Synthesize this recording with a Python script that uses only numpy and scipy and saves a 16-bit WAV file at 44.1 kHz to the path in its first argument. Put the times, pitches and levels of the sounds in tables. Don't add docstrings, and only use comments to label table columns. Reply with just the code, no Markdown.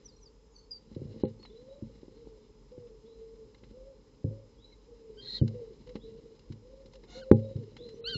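import sys
import numpy as np
from scipy import signal
from scipy.fft import rfft, irfft
from scipy.io import wavfile
from scipy.ndimage import uniform_filter1d

SR = 44100
rng = np.random.default_rng(int(sys.argv[2]) if len(sys.argv) > 2 else 0)


def generate_wav(signal):
    frames = np.transpose(np.atleast_2d(signal))
    scaled = np.clip(frames, -1, 1) * 32767
    pcm = np.round(scaled).astype(np.int16)
    wavfile.write(sys.argv[1], SR, pcm)


def field_ratio(decibels):
    return 10 ** (np.asarray(decibels, dtype=float) / 20)


N = 360297


def rms_one(x):
    return x / np.sqrt(np.mean(x ** 2) + 1e-20)


def drift(rate_hz):
    r = np.exp(-2 * np.pi * rate_hz / SR)
    noise = rng.standard_normal(N + SR)
    return rms_one(signal.lfilter([1], [1, -2 * r, r * r], noise)[SR:])


def resonate(x, peaks):
    out = 0
    for k, (hz, width_hz, db) in enumerate(peaks):
        r = np.exp(-np.pi * width_hz / SR)
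        b = (1 - r * r) / 2 * np.array([1, 0, -1])
        a = [1, -2 * r * np.cos(2 * np.pi * hz / SR), r * r]
        out = out + (-1) ** k * field_ratio(db) * signal.lfilter(b, a, x)
    return out


def butter(order, hz, side, x):
    return signal.sosfilt(signal.butter(order, hz, side, fs=SR, output="sos"), x)


def played(notes, fade_s):
    t = np.arange(N) / SR
    s, *columns = np.transpose(np.concatenate(notes))
    gate = 0
    for note in notes:
        start_s, end_s = note[0][0], note[-1][0] + fade_s
        gate = gate + np.clip(np.minimum(t - start_s, end_s - t) / fade_s, 0, 1)
    return [np.interp(t, s, c) for c in columns] + [gate]


def sung(rows, hurry, scoop, scoop_s, droop, droop_s, edge_db, attack_s, release_s, sag_db, lag=1):
    u = np.linspace(0, 1, num=41)
    notes = []
    for s, length_s, from_hz, to_hz, db in rows:
        t, left = u * length_s, (1 - u) * length_s
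        progress = (1 - np.exp(-hurry * u ** lag)) / (1 - np.exp(-hurry))
        glide_hz = from_hz + (to_hz - from_hz) * progress
        hz = glide_hz * (1 - scoop * np.exp(-t / scoop_s) - droop * np.exp(-left / droop_s))
        edges = np.exp(-t / attack_s) + np.exp(-left / release_s)
        notes.append(np.transpose([s + t, hz, db - edge_db * edges - sag_db * u]))
    return notes


def in_order(notes):
    return sorted(notes, key=lambda note: note[0][0])


def tone(notes, fade_s, wobble, flutter_db, flutter_hz):
    hz, db, gate = played(notes, fade_s)
    phase = 2 * np.pi * np.cumsum(hz * (1 + wobble * drift(flutter_hz))) / SR
    return np.sqrt(2) * gate * field_ratio(db + flutter_db * drift(flutter_hz)) * np.sin(phase)


def stack(hz, levels_db, wobble, wobble_hz, flutter_db):
    phase = 2 * np.pi * np.cumsum(hz * (1 + wobble * drift(wobble_hz))) / SR
    out = 0
    for k, db in enumerate(levels_db, start=1):
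        out = out + field_ratio(db + flutter_db * drift(85)) * np.sin(k * phase)
    return np.sqrt(2) * out


def outdoors(x, wet_db, t60_s):
    t = np.arange(SR // 2) / SR
    tail = rng.standard_normal(len(t)) * field_ratio(-60 * t / t60_s) * (t > .012)
    tail = tail / np.sqrt(np.sum(tail ** 2))
    return x + field_ratio(wet_db) * signal.fftconvolve(x, tail)[:N]


# frequency in Hz, density in dB per Hz.
AIR_SPECTRUM = [(41, -28), (70, -4), (150, -7), (299, -6), (357, -17.5), (425, 2), (708, -28.5), (862, -16),
                (1580, -31), (3080, -31), (4940, -30), (5340, -30), (7600, -32), (9880, -63), (16700, -120)]
# frequency in Hz, width in Hz, level in dB.
HUM_PEAK = [(45.7, 12, -56.5)]
AIR_DB, WHINE_HZ, WHINE_DB, WHINE_BEAT_HZ = -62, 5097, -82, 14


def air():
    hz, db = np.transpose(AIR_SPECTRUM)
    grid_hz = np.minimum(np.arange(1, N // 2 + 2) * SR / N, 7000)
    colour = field_ratio(np.interp(np.log(grid_hz), np.log(hz), db))
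    hiss = irfft(rfft(rng.standard_normal(N)) * colour, N)
    t = np.arange(N) / SR
    beat = 1 + .25 * np.sin(2 * np.pi * WHINE_BEAT_HZ * t)
    whine = beat * np.sin(2 * np.pi * WHINE_HZ * t)
    hum_hz, hum_width_hz, _ = HUM_PEAK[0]
    narrow = rms_one(resonate(rng.standard_normal(N), [(hum_hz, hum_width_hz, 0)]))
    hum = resonate(narrow, HUM_PEAK)
    return field_ratio(AIR_DB + 0.34 * drift(6.7)) * rms_one(hiss) + hum + field_ratio(WHINE_DB) * rms_one(whine)


# time in seconds, wall rumble in dB.
SHUFFLE = [(0.0, -61.5), (0.6, -86), (0.86, -60), (0.95, -59.5), (1.2, -51.5), (1.36, -60.5), (2.02, -60),
           (2.84, -65), (3.3, -64), (3.64, -63), (4.0, -65.5), (4.8, -66.5), (5.37, -57), (6.1, -58),
           (6.6, -64), (7.05, -58.5), (7.3, -56.5), (8.17, -54)]


def shuffling_db():
    return played([SHUFFLE], .01)[0]


# start in seconds, then boom, panel and knock in dB.
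THUMPS = [(0.912, -52, -39.5, -51), (0.961, -34.5, -51, -37), (1.014, -34.5, -42, -38.5),
          (1.049, -35.5, -74, -55), (1.109, -43, -49, -61), (1.158, -51, -54, -46),
          (1.233, -28.5, -24, -21), (1.395, -53, -61, -52), (1.821, -35.5, -32.5, -78),
          (2.028, -70, -74, -47.5), (2.078, -75, -75, -49), (2.268, -57, -70, -47.5),
          (2.776, -47.5, -50, -45.5), (3.63, -60, -48, -52), (3.708, -51, -47, -52),
          (4.241, -21.5, -28, -32.5), (5.412, -14, -17, -32.5), (5.869, -51, -73, -71),
          (5.952, -48, -33.5, -36), (6.499, -34, -35, -60), (6.848, -84, -64, -57.5),
          (7.311, -13, -8.5, -7.5), (7.553, -26, -34, -69), (8.15, -31.5, -57, -45)]
RAP_DB, HARDEST_DB = -24.5, 6.5
SETTLE_DB, SETTLE_S = -22, 0.057


def blow_strengths_db():
    _, boom_db, panel_db, knock_db = np.transpose(THUMPS)
    hardness_db = np.minimum(knock_db - boom_db, HARDEST_DB)
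    return np.column_stack([boom_db, panel_db, knock_db, knock_db + RAP_DB + 1.2 * hardness_db])


def settling():
    s, boom_db = np.array(THUMPS)[:, :2].T
    kicks = np.zeros(N)
    kicks[((s + .012) * SR).astype(int)] = field_ratio(SETTLE_DB + boom_db)
    dying = signal.lfilter([1], [1, -np.exp(-1 / (SETTLE_S * SR))], kicks + 1e-18)
    return uniform_filter1d(uniform_filter1d(dying, size=400), size=400)


def ring(x, hz, t60_s):
    r, w = field_ratio(-60 / (t60_s * SR)), 2 * np.pi * hz / SR
    return signal.lfilter([0, np.sin(w)], [1, -2 * r * np.cos(w), r * r], x + 1e-18)


# frequency in Hz, level in dB, t60 in seconds.
BOOM_MODES = [(107.2, -1, 0.37), (134.2, 3.5, 0.16), (155.5, -4, 0.16)]
PANEL_MODES = [(222.3, -2.5, 0.25), (282, -2, 0.074), (313, -11, 0.13)]
KNOCK_MODES = [(354.3, -1.5, 0.072), (398.4, -8.5, 0.17), (455, -4.5, 0.13), (515.3, -3.5, 0.15)]
RAP_MODES = [(762, -4.5, 0.051), (816, -2, 0.13), (1034, -14, 0.086)]
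# cut-off in Hz, share in the shuffling in dB, first flex in Hz, flex in dB.
CONTACT = [(202, -5, 161, -1.5), (400, 0, 232, -1), (630, 0.5, 332.7, 8.5), (1160, -26.5, 640, 11)]


def walls(rumble):
    strength_db = blow_strengths_db()
    at = ((np.array(THUMPS)[:, 0] + .002) * SR).astype(int)
    bump_sizes = field_ratio(2.57 * np.minimum(rng.exponential(1, N), 4))
    bumps = (rng.random(N) < 160 / SR) * bump_sizes
    groups = (BOOM_MODES, PANEL_MODES, KNOCK_MODES, RAP_MODES)
    blows, shuffle = 0, 0
    for group, (modes, contact) in enumerate(zip(groups, CONTACT)):
        contact_hz, bump_db, flex_hz, flex_db = contact
        push, rings = np.zeros(N), 0
        push[at] = field_ratio(strength_db[:, group])
        for hz, db, t60_s in modes:
            uneven = np.ones(N)
            uneven[at] = field_ratio(2.0 * rng.standard_normal(len(at)))
            rings = rings - field_ratio(db - 4) * ring(push * uneven, hz, t60_s)
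            shuffle = shuffle + field_ratio(db + bump_db) * ring(bumps * rng.standard_normal(N), hz, 0.59 * t60_s)
        cycles = np.arange(int(3 * SR / flex_hz)) * flex_hz / SR - 1
        onset = np.sin(np.pi / 2 * np.clip(2 * (cycles - cycles[0]), 0, 1)) ** 2
        flex = np.exp(-(cycles / 0.6) ** 2) * onset * np.cos(2 * np.pi * cycles)
        blows = blows + butter(4, contact_hz, "low", rings)
        blows = blows + field_ratio(flex_db) * signal.fftconvolve(push, flex)[:N]
    shuffle = rms_one(butter(4, 600, "low", shuffle))
    return butter(2, 80, "high", blows + rumble * shuffle)


# start in seconds, peak in dB, brightness in dB.
TICKS = [(0.945, -67, 3), (1.2488, -60.5, -1), (1.4261, -58, -7), (1.449, -50.5, -23), (2.7142, -78, 5),
         (2.8687, -78, 0), (3.5438, -59, -12), (3.634, -60, -21), (5.4757, -52.5, -0.5),
         (5.8698, -62.5, -1), (5.89, -57.5, -6), (5.9534, -45, -14.5), (6.3904, -74, 13),
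         (6.5197, -57, -0.5), (6.8568, -66.5, 7), (6.9321, -60.5, 1), (6.9524, -59.5, -0.5),
         (7.0349, -59, -11), (7.561, -66, 0), (7.7642, -49.5, -10), (7.8865, -61, 3)]
# frequency in Hz, width in Hz, level in dB.
CAVITY = [(912, 280, -2.5), (2087, 240, -2.5), (2880, 260, -4), (4020, 246, 1), (5070, 470, -4.5),
          (6900, 1100, -14)]
TICK_T60_S, TICK_RISE_S, BRIGHT_HZ = .036, .003, 3400
RUSTLE_DB, RUSTLE_FOLLOWS = -79, 0.9


def claws_and_feathers(shuffle_db):
    force = np.zeros((2, N))
    t = np.arange(SR // 10) / SR
    decay = field_ratio(-60 * np.maximum(t - TICK_RISE_S, 0) / TICK_T60_S)
    shape = decay * np.minimum(t / TICK_RISE_S, 1)
    for s, db, bright_db in TICKS:
        first = int(s * SR)
        force[:, first:first + len(t)] += field_ratio(np.array([[db], [db + bright_db]])) * shape
    rustle_db = RUSTLE_DB + RUSTLE_FOLLOWS * (shuffle_db + 60.5)
    grains = field_ratio(rustle_db + 2.62 * drift(25))
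    dull, bright = (force + grains) * rng.standard_normal(N)
    both = butter(4, BRIGHT_HZ, "low", dull) + butter(4, BRIGHT_HZ, "high", bright)
    return resonate(both, CAVITY) * field_ratio(13.5)


# start in seconds, length in seconds, pitch from and to in Hz, level in dB.
WHISTLES = [
    (.08, 0.094, 3500, 4300, -74),
    (.16, .05, 3390, 4150, -70),
    (1.47, 0.15, 3290, 4030, -72.5),
    (1.69, .06, 3810, 3990, -67),
    (2.12, 0.065, 3540, 4240, -80),
    (3.04, .12, 3243, 4050, -70.5),
    (4.58, 0.096, 3250, 4010, -68),
    (5.99, 0.1, 3230, 4020, -67),
    (7.78, 0.11, 3400, 4090, -57.5),
]
SLIDES = [
    (.54, .075, 4704, 4160, -67),
    (2.41, .07, 3780, 3310, -83),
]
WHISTLER = dict(lag=2.0, hurry=8.0, scoop=.001, scoop_s=.01, droop=.001, droop_s=.01, edge_db=15, attack_s=.022, release_s=.015, sag_db=-1.5)


def far_whistler():
    slider = dict(WHISTLER, lag=0.96, hurry=0.28, attack_s=0.0078, sag_db=1.5)
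    calls = in_order(sung(WHISTLES, **WHISTLER) + sung(SLIDES, **slider))
    far = tone(calls, 0.0049, wobble=.012, flutter_db=5.5, flutter_hz=60.5)
    far = far + field_ratio(-6.5) * np.roll(far, int(.028 * SR))
    return outdoors(far, wet_db=-5, t60_s=0.3)


# start in seconds, length in seconds, pitch from and to in Hz, level in dB.
SONG = [
    (.16, 0.028, 5550, 5800, -59),
    (.335, 0.078, 6640, 6690, -87),
    (.705, 0.089, 5020, 4620, -45.5),
    (4.72, .035, 4270, 3850, -62),
    (7.425, 0.17, 3810, 3858, -72.5),
    (7.935, .065, 5700, 6160, -69.5),
]
# seconds into the slur, pitch in Hz, level in dB.
SLUR = [(0, 6830, -94), (.022, 6160, -76), (.04, 5900, -56), (.058, 5500, -72), (.068, 4950, -58.5),
        (.082, 4520, -61.5), (.1, 4640, -78), (.125, 4520, -91)]
SLUR_STARTS_S = [.022, .192]
# time in seconds, pitch in Hz, level in dB.
HOOK = [(.52, 6850, -78), (.528, 6950, -77), (.548, 6450, -76), (.562, 6020, -66), (.575, 6000, -66),
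        (.6, 6300, -76), (.65, 6350, -88)]
ARCH = [(1.39, 4220, -69), (1.415, 4380, -67), (1.44, 4280, -60), (1.465, 3990, -54.5), (1.49, 3910, -70)]
SONGBIRD = dict(hurry=2.4, scoop=0.00062, scoop_s=0.0081, droop=0.0006, droop_s=0.0091, edge_db=28.5, attack_s=0.003, release_s=0.0088, sag_db=8)


def near_songbird():
    slurs = [np.array(SLUR) + [s, 0, 0] for s in SLUR_STARTS_S]
    song = in_order(sung(SONG, **SONGBIRD) + [HOOK, ARCH] + slurs)
    near = tone(song, 0.0048, wobble=0.0032, flutter_db=3.5, flutter_hz=60)
    return outdoors(near, wet_db=-18.5, t60_s=.25)


# start in seconds, length in seconds, pitch from and to in Hz, level in dB.
COOS = [(1.49, 0.35, 425.3, 593.4, -54.5), (2.15, 0.3, 475, 419.3, -56), (2.71, 0.24, 530, 445, -50),
        (3.03, 0.44, 455, 443.4, -53), (3.72, 0.23, 490, 566.7, -53), (4.25, 0.22, 535, 554, -55.5),
        (4.87, 0.39, 490, 402.4, -54.5), (5.53, 0.19, 530, 420, -45.5), (5.86, 0.091, 514.3, 508, -43.5),
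        (6.01, .33, 452, 456.6, -51), (6.62, 0.28, 497.3, 561, -56), (6.93, 0.069, 565.3, 543, -52.5),
        (7.14, .41, 523.6, 542.4, -46.5), (7.58, 0.075, 542, 441, -47), (7.78, 0.19, 510, 435, -48.5),
        (7.97, .22, 485, 445.7, -45)]
PIGEON = dict(hurry=0.488, scoop=0.18, scoop_s=.014, droop=.17, droop_s=.016, edge_db=13.5, attack_s=0.0067, release_s=0.024, sag_db=1)


def pigeon():
    coo = tone(sung(COOS, **PIGEON), .02, wobble=.014, flutter_db=2.6, flutter_hz=40)
    return outdoors(coo, wet_db=-6.5, t60_s=0.44)


# start in seconds, length in seconds, pitch from and to in
# Hz, level in dB.
PEEP = [
    (4.715, 0.044, 2250, 2090, -67),
]
HALF_LINE = [
    (8.128, .05, 3560, 3660, -52),
]


def thin_lines():
    lines = sung(PEEP, **SONGBIRD) + sung(HALF_LINE, **WHISTLER)
    return tone(lines, .006, wobble=.005, flutter_db=1.1, flutter_hz=60)


# time in seconds, pitch in Hz, level in dB, beak closure as extra fundamental in dB.
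VOICED = [
    [(5.17, 1489, -72, 14), (5.192, 1584, -53, -1), (5.215, 1597, -56.5, -12), (5.25, 1640, -73, 0),
     (5.28, 1623, -61, 7)],
    [(5.375, 1592, -66, -3), (5.389, 1643, -56.5, -11), (5.407, 1518, -67.5, 7), (5.415, 1390, -81, -4)],
    [(7.208, 1660, -70, 0), (7.22, 1555, -61.5, 17), (7.233, 1466, -64, 24), (7.247, 1293, -77, 4)],
    [(8.04, 1284, -53.5, 8), (8.054, 1356, -46.5, -4), (8.078, 1526, -36, -1.5), (8.1, 1572, -43, 2),
     (8.125, 1565, -41.5, -3), (8.148, 1435, -41, 9.5), (8.17, 1406, -46.5, -10)],
]
# frequency in Hz, level in dB.
WINDPIPE = [(1450, -14.5), (2600, -1.5), (3100, 0.5), (4200, 7), (4700, -9), (6000, -34), (7500, -29.5)]


def clean_screeches():
    hz, db, closure_db, gate = played(VOICED, 0.0026)
    pipe_hz, pipe_db = np.transpose(WINDPIPE)
    levels_db = [db + np.interp(k * hz, pipe_hz, pipe_db) for k in range(1, 6)]
    levels_db[0] = levels_db[0] + closure_db
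    return gate * stack(hz, levels_db, wobble=0.0042, wobble_hz=119, flutter_db=3.0)


# start in seconds, length in seconds, narrow hiss in dB, wide breath in dB.
HISSED = [
    (5.2, 0.196, -54.5, -69.5),
    (7.073, .135, -68.5, -66.5),
    (8.071, 0.05, -48, -70),
]
# frequency in Hz, width in Hz, level in dB.
THROAT = [(1934, 37, -7), (3775, 230, -2), (4184, 121, 6), (6030, 140, -47), (6910, 680, -33)]
OWL = dict(hurry=1.1, scoop=.001, scoop_s=.01, droop=.001, droop_s=.01, edge_db=24, attack_s=.012, release_s=.01, sag_db=-21)
BREATH_FOLLOWS = 0.44


def hissed_screeches():
    swells = sung([(s, length_s, 1, 1, 0) for s, length_s, *_ in HISSED], **OWL)
    notes = []
    for swell, (_, _, hiss_db, breath_db) in zip(swells, HISSED):
        t, _, swell_db = swell.T
        notes.append(np.transpose([t, hiss_db + swell_db, breath_db + BREATH_FOLLOWS * swell_db]))
    hiss_db, breath_db, gate = played(notes, 0.01)
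    breath = rng.standard_normal((2, N)) * field_ratio(0.53 * drift(90))
    narrow = rms_one(resonate(resonate(breath[0], THROAT), [(3160, 4700, 0)]))
    wide = rms_one(resonate(breath[1], CAVITY))
    return gate * (field_ratio(hiss_db) * narrow + field_ratio(breath_db) * wide)


# time in seconds, pitch in Hz, level in dB.
DRONE = [
    [(7.07, 713, -78), (7.12, 720, -65), (7.19, 720, -62), (7.215, 729, -71)],
]
DRONE_HARMONICS_DB = [-3, -7, -5.5, -3, -1.5, -18, -10.5, -11, -9.5, -10]


def hoarse_drone():
    hz, db, gate = played(DRONE, .01)
    return gate * field_ratio(db) * stack(hz, DRONE_HARMONICS_DB, wobble=0.011, wobble_hz=150, flutter_db=4.5)


def scene():
    shuffle_db = shuffling_db()
    box = walls(field_ratio(shuffle_db) + settling()) + claws_and_feathers(shuffle_db)
    outside = far_whistler() + near_songbird() + pigeon()
    owls = thin_lines() + clean_screeches() + hissed_screeches() + hoarse_drone()
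    return (air() + box + outside + owls)[None]


def roll_off(x):
    return signal.sosfilt(signal.butter(12, 8480, fs=SR, output="sos"), x)


# start in seconds, end in seconds.
STARVED = [
    (1.222, 1.278),
    (7.301, 7.358),
    (8.006, 8.062),
]
STARVED_HZ, CUTOFF_HZ, OVERLOAD = 4650, 7650, .978


def record(dry):
    full = signal.sosfilt(signal.ellip(10, .5, 70, CUTOFF_HZ, fs=SR, output="sos"), dry)
    top = signal.sosfiltfilt(signal.ellip(8, .01, 60, STARVED_HZ, "high", fs=SR, output="sos"), full)
    starved = played([[(a, 0), (b, 0)] for a, b in STARVED], 0.0052)[-1]
    mix = np.clip(full - starved * top, -OVERLOAD, OVERLOAD)
    return roll_off(mix)


dry = scene()
out = record(dry)
generate_wav(out)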